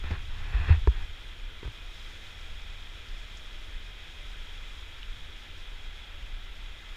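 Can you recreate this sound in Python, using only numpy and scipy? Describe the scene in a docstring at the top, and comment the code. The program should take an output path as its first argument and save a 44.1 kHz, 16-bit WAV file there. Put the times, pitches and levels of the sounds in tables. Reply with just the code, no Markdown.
"""An indoor swimming pool, heard from a camera carried along the edge.
Water spills steadily into the overflow gutter and the tiled hall smears it into a hiss, coloured by
the camera's case. Early on a hand rubs, brushes and bumps the camera mount; afterwards only the low
rumble of each step, a few drips and one small click stand out."""
import sys
import numpy as np
from scipy import signal
from scipy.fft import rfft, irfft, next_fast_len
from scipy.io import wavfile
from scipy.ndimage import map_coordinates

SR = 44100
rng = np.random.default_rng(int(sys.argv[2]) if len(sys.argv) > 2 else 0)


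def log_audio(samples):
    """Write samples as a 16-bit WAV file to the path given in sys.argv[1]."""
    # one column per channel
    frames = np.atleast_2d(samples).T
    # limit to full scale, then quantise
    limited = np.clip(frames, -1, 1)
    pcm = np.round(limited * 32767).astype(np.int16)
    wavfile.write(sys.argv[1], SR, pcm)


N = 306936


def amp(db):
    """Decibels to gain."""
    return 10 ** (np.asarray(db) / 20)


def unit(x):
    """Scaled to rms 1."""
    return x / np.sqrt(np.mean(x ** 2) + 1e-20)


def along(points, hz):
    """Read a curve of (f/Hz, value) points on a log frequency axis."""
    f, v = np.transpose(points)
    return np.interp(np.log(hz + 1), np.log(f + 1), v)


def wobble(rate_hz):
    """A smooth random modulator with rate_hz knots a second."""
    knots = rng.standard_normal(int(N * rate_hz / SR) + 4)
    return map_coordinates(knots, [np.arange(N) * rate_hz / SR])


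def filtered(x, response):
    """Zero-phase EQ; response gives the gain at each frequency."""
    size = next_fast_len(N + SR // 2)
    return irfft(rfft(x, size) * response(np.fft.rfftfreq(size, 1 / SR)), size)[:N]


def band_noise(count, centre_hz, width_hz):
    """A bell-shaped band of noise at rms 1."""
    hz = np.fft.rfftfreq(count, 1 / SR)
    bell = np.exp(-((hz - centre_hz) / width_hz) ** 2)
    return unit(irfft(rfft(rng.standard_normal(count)) * bell, count))


def add(track, s, sound):
    """Mix a sound in at s seconds."""
    part = track[max(round(s * SR), 0):][:len(sound)]
    part += sound[:len(part)]


def bubbles(count, low_hz, high_hz, decay_cycles, spread_db=2.0):
    """Bubbles ring briefly at random times, rising in pitch, a few much louder than the rest."""
    when, pitch, size = rng.random((3, count, 1))
    t = np.arange(SR // 80) / SR
    hz = low_hz + (high_hz - low_hz) * pitch
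    age = hz * t / decay_cycles
    gain = amp(-spread_db * np.log(size + 0.042)) * np.sqrt(hz)
    chirp = 1 + 0.021 * np.minimum(age, 2)
    rings = gain * np.exp(-age) * np.sin(2 * np.pi * hz * t * chirp)
    index = (when * N).astype(int) + np.arange(len(t))
    return unit(np.bincount(index.ravel(), rings.ravel(), N)[:N])


def hall(x):
    """The tiled hall's long reverb, fully wet and shorter in the treble."""
    # reverb time: f/Hz, t60/s
    decay = [(200, 1.6), (2000, 2.14), (10000, 0.18)]
    hz, t, noise = signal.stft(rng.standard_normal(SR), SR, nperseg=256)
    fade = amp(-60 * t / along(decay, hz)[:, None])
    tail = signal.istft(noise * fade, SR, nperseg=256)[1]
    return unit(irfft(rfft(x) * rfft(tail, N), N))


def water_colour(hz):
    """The water's broad spectrum with the camera case's resonances on top."""
    # wash of running water: f/Hz, relative level/dB
    wash_eq = [(40, 7.5), (170, 1), (400, 0), (700, -3.5), (1150, -3.5), (1600, 0.5), (3000, 0.57),
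               (3750, 1.5), (4100, -8.5), (4700, -12), (6100, -15.5), (8700, -22), (11000, -27),
               (15000, -33)]
    # case resonances: f/Hz, width/Hz, lift/dB
    case_peaks = [(1348, 110, 3.5), (1623, 95, 1.5), (2044, 62, 4.5), (2436, 143, 4.5), (3300, 254, 6.5),
                  (3890, 100, 3.5), (4310, 120, 3), (5000, 160, 3), (5440, 170, 5), (6840, 300, 4.5)]
    lift = sum(db * np.exp(-((hz - centre) / width) ** 2) for centre, width, db in case_peaks)
    return amp(along(wash_eq, hz) + lift)


def gutter(crossover_hz=4400, wash_db=-49.5, spray_db=-63.5):
    """Near bubbles ride on the smeared rush of the overflow; fine spray comes and goes above it."""
    # how hard the water spills: t/s, relative level/dB
    flow = [(1.1, -64), (1.54, -65.5), (1.78, -64), (2.05, -62.5), (2.57, -63.5), (3.46, -63),
            (3.93, -64.5), (4.22, -63), (6.33, -65), (6.9, -64)]
    flow_db = np.interp(np.arange(N) / SR, *np.transpose(flow))
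    surge_db = flow_db - flow_db.mean()
    near = bubbles(count=8000, low_hz=702, high_hz=8880, decay_cycles=4.1)
    far = hall(bubbles(count=3000, low_hz=303, high_hz=7030, decay_cycles=10.9))
    water = rng.standard_normal(N) + amp(-10 + 0.46 * wobble(7)) * near + amp(-10.5) * far
    lowpass = lambda hz: 1 / (1 + (hz / crossover_hz) ** 10)
    wash = unit(filtered(water, lambda hz: water_colour(hz) * lowpass(hz)))
    spray = unit(filtered(water, lambda hz: water_colour(hz) * (1 - lowpass(hz))))
    wash *= amp(wash_db + 0.49 * surge_db + 0.077 * wobble(11))
    spray *= amp(spray_db + 1.5 * surge_db + 0.76 * wobble(20))
    return wash + spray


def carrying_rumble(steady_db=-41.5, step_db=-39):
    """The carried camera rumbles: a deep swell with each step, and more until the hand settles."""
    # carrying rumble: f/Hz, relative level/dB
    rumble_eq = [(8, -4.5), (20, -2), (32, 4), (45, -10.5), (62, -9.5), (82, -13.5), (100, -20),
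                 (135, -31.5), (200, -39), (400, -48), (1000, -110)]
    first_step_s, stride_s, step_width_s, step_top_hz = 0.49, 0.66, 0.078, 42
    tremble_db, tremble_until_s, settle_s = 8, 1.054, 0.11
    t = np.arange(N) / SR
    from_step = (t - first_step_s + stride_s / 2) % stride_s - stride_s / 2
    swell = np.exp(-(from_step / step_width_s) ** 2)
    tremble = np.clip(1 - (t - tremble_until_s) / settle_s, 0, 1)
    steady_gain = amp(steady_db + tremble_db * tremble + 1.1 * wobble(7.4))
    colour = lambda hz: amp(along(rumble_eq, hz))
    steady = unit(filtered(rng.standard_normal(N), colour))
    deep = unit(filtered(rng.standard_normal(N), lambda hz: colour(hz) / (1 + (hz / step_top_hz) ** 4)))
    return steady_gain * steady + amp(step_db) * swell * deep


def microphone_hiss():
    """An even, faint hiss under the spray."""
    return amp(-72) * rng.standard_normal(N)


def rubbing(press_db_per_s=26, attack_s=0.0094, release_t60_s=0.17):
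    """A hand slides on the mount in many tiny slips, which also shake it."""
    # strokes that press ever harder, then let go: start/s, end/s, relative end level/dB
    strokes = [(0.028, 0.16, -45), (0.284, 0.515, -48.5), (0.524, 0.737, -40), (0.677, 0.708, -44),
               (0.902, 1.028, -49.5)]
    # scuff of the rubbed mount: f/Hz, relative level/dB
    scuff_eq = [(60, -9), (200, 2), (310, -5.5), (420, -1.5), (550, -10.5), (750, -1.5), (1050, 1),
                (1300, -0.5), (1850, 4.5), (2200, -4.5), (2600, 4), (3000, -13), (4300, -12.5), (5200, -40),
                (12000, -51)]
    t, grip = np.arange(N) / SR, np.zeros(N)
    for start, end, db in strokes:
        fade_db = press_db_per_s * np.maximum(end - t, 0) + 60 * np.maximum(t - end, 0) / release_t60_s
        grip += np.clip((t - start) / attack_s, 0, 1) * amp(db - fade_db)
    slips = rng.standard_normal(N) * amp(1.1 * wobble(350))
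    scuff = unit(filtered(slips, lambda hz: amp(along(scuff_eq, hz))))
    shudder = unit(filtered(slips, lambda hz: np.exp(-((hz - 78) / 40) ** 2)))
    return grip * (scuff + amp(4.5) * shudder)


def brushing(attack_s=0.00042):
    """Fingers brush the mount with a dull, quickly fading rustle."""
    # soft touches: t/s, relative level/dB, t60/s
    touches = [(.038, -39.5, 0.099), (.107, -33.5, 0.13), (.692, -37, 0.11), (1.63, -39.5, 0.028),
               (1.647, -39, 0.076), (1.674, -42, .04)]
    # finger rustle: f/Hz, relative level/dB
    rustle_eq = [(40, 5.5), (140, 2), (230, -7), (420, -3), (600, -16), (1000, -13), (1900, -12.5),
                 (2600, -20), (5000, -28.5), (12000, -55)]
    pressure, t = np.zeros(N), np.arange(SR // 4) / SR
    for s, db, t60 in touches:
        add(pressure, s, amp(db - 60 * t / t60) * (1 - np.exp(-t / attack_s)))
    rustle = unit(filtered(rng.standard_normal(N), lambda hz: amp(along(rustle_eq, hz))))
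    return amp(3) * pressure * rustle


def bumps(attack_s=0.0097):
    """Bumps flex the mount with a low boom."""
    # booms of the mount: t/s, level/dB, f/Hz, t60/s
    booms = [(0.042, -23, 73, .11), (.112, -9, 82.6, 0.072), (0.541, -9.5, 45, 0.15),
             (0.591, -19.5, 76, 0.32), (0.699, -2, 80.4, 0.17), (.765, -13, 40.8, 0.11),
             (0.872, 0, 57.3, 0.097), (1.647, -21, 49, 0.18), (1.675, -23, 100, 0.069)]
    out, t = np.zeros(N), np.arange(SR // 2) / SR
    attack = 1 - np.exp(-(t / attack_s) ** 2)
    for s, db, hz, t60 in booms:
        add(out, s, amp(db - 60 * t / t60) * attack * np.sin(2 * np.pi * hz * t))
    return out


def knocks(attack_s=0.00029, crack_t60_s=0.01):
    """Hard contacts in the mount give a dry plastic knock: a crack and a short ring."""
    # hard contacts: t/s, relative level/dB
    contacts = [(.8732, -10.5), (.876, -21.5), (1.63, -32), (1.675, -35)]
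    # modes of the mount: f/Hz, relative level/dB, t60/s
    modes = [(259, -13, 0.029), (411, 2.5, 0.025), (716, -19, 0.025), (930, -3.5, 0.026), (1280, -16, .012),
             (1680, -8.5, 0.019), (2320, -18, 0.012), (2800, -15, 0.013)]
    out, t = np.zeros(N), np.arange(SR // 2) / SR
    attack = 1 - np.exp(-(t / attack_s) ** 2)  # the plastic gives a little, which dulls the edge
    for s, db in contacts:
        ring = np.zeros(len(t))
        for k, (hz, mode_db, t60) in enumerate(modes):
            envelope = amp(mode_db + rng.normal(0, 1) - 60 * t / t60)
            ring += (-1) ** k * envelope * np.sin(2 * np.pi * hz * t)
        crack = amp(-16 - 60 * t / crack_t60_s) * band_noise(len(t), centre_hz=3000, width_hz=3800)
        add(out, s, amp(db - 9) * attack * (ring + crack))
    return out


def drips(attack_s=0.00045, t60_s=0.047):
    """Each drip lands on water or tile with a brief, bright spatter."""
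    # the nearest drips: t/s, level/dB, centre f/Hz
    spatters = [(2.41, -56, 5400), (2.617, -57, 5600), (3.085, -52, 5000), (3.371, -50, 6100),
                (3.529, -56, 5370)]
    out, t = np.zeros(N), np.arange(SR // 4) / SR
    attack = 1 - np.exp(-t / attack_s)
    for s, db, hz in spatters:
        add(out, s, amp(db - 60 * t / t60_s) * attack * band_noise(len(t), hz, width_hz=1500))
    return out


def click(at_s, db, hz, t60_s, attack_s=0.00018):
    """One small hard click close by, ringing for a few cycles."""
    out, t = np.zeros(N), np.arange(SR // 20) / SR
    attack = 1 - np.exp(-t / attack_s)
    add(out, at_s, amp(db - 60 * t / t60_s) * attack * np.sin(2 * np.pi * hz * t))
    return out


def scene():
    """A mono mix: water all around, handling noise up close."""
    handling = carrying_rumble() + rubbing() + brushing() + bumps() + knocks()
    water = gutter() + drips()
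    small_click = click(at_s=5.0305, db=-24.5, hz=3020, t60_s=0.005)
    return (water + handling + small_click + microphone_hiss())[None]


def record(dry):
    """The camera keeps nothing above its band limit."""
    top_hz = 15300
    return np.array([filtered(channel, lambda hz: hz < top_hz) for channel in dry])


dry = scene()
out = record(dry)
log_audio(out)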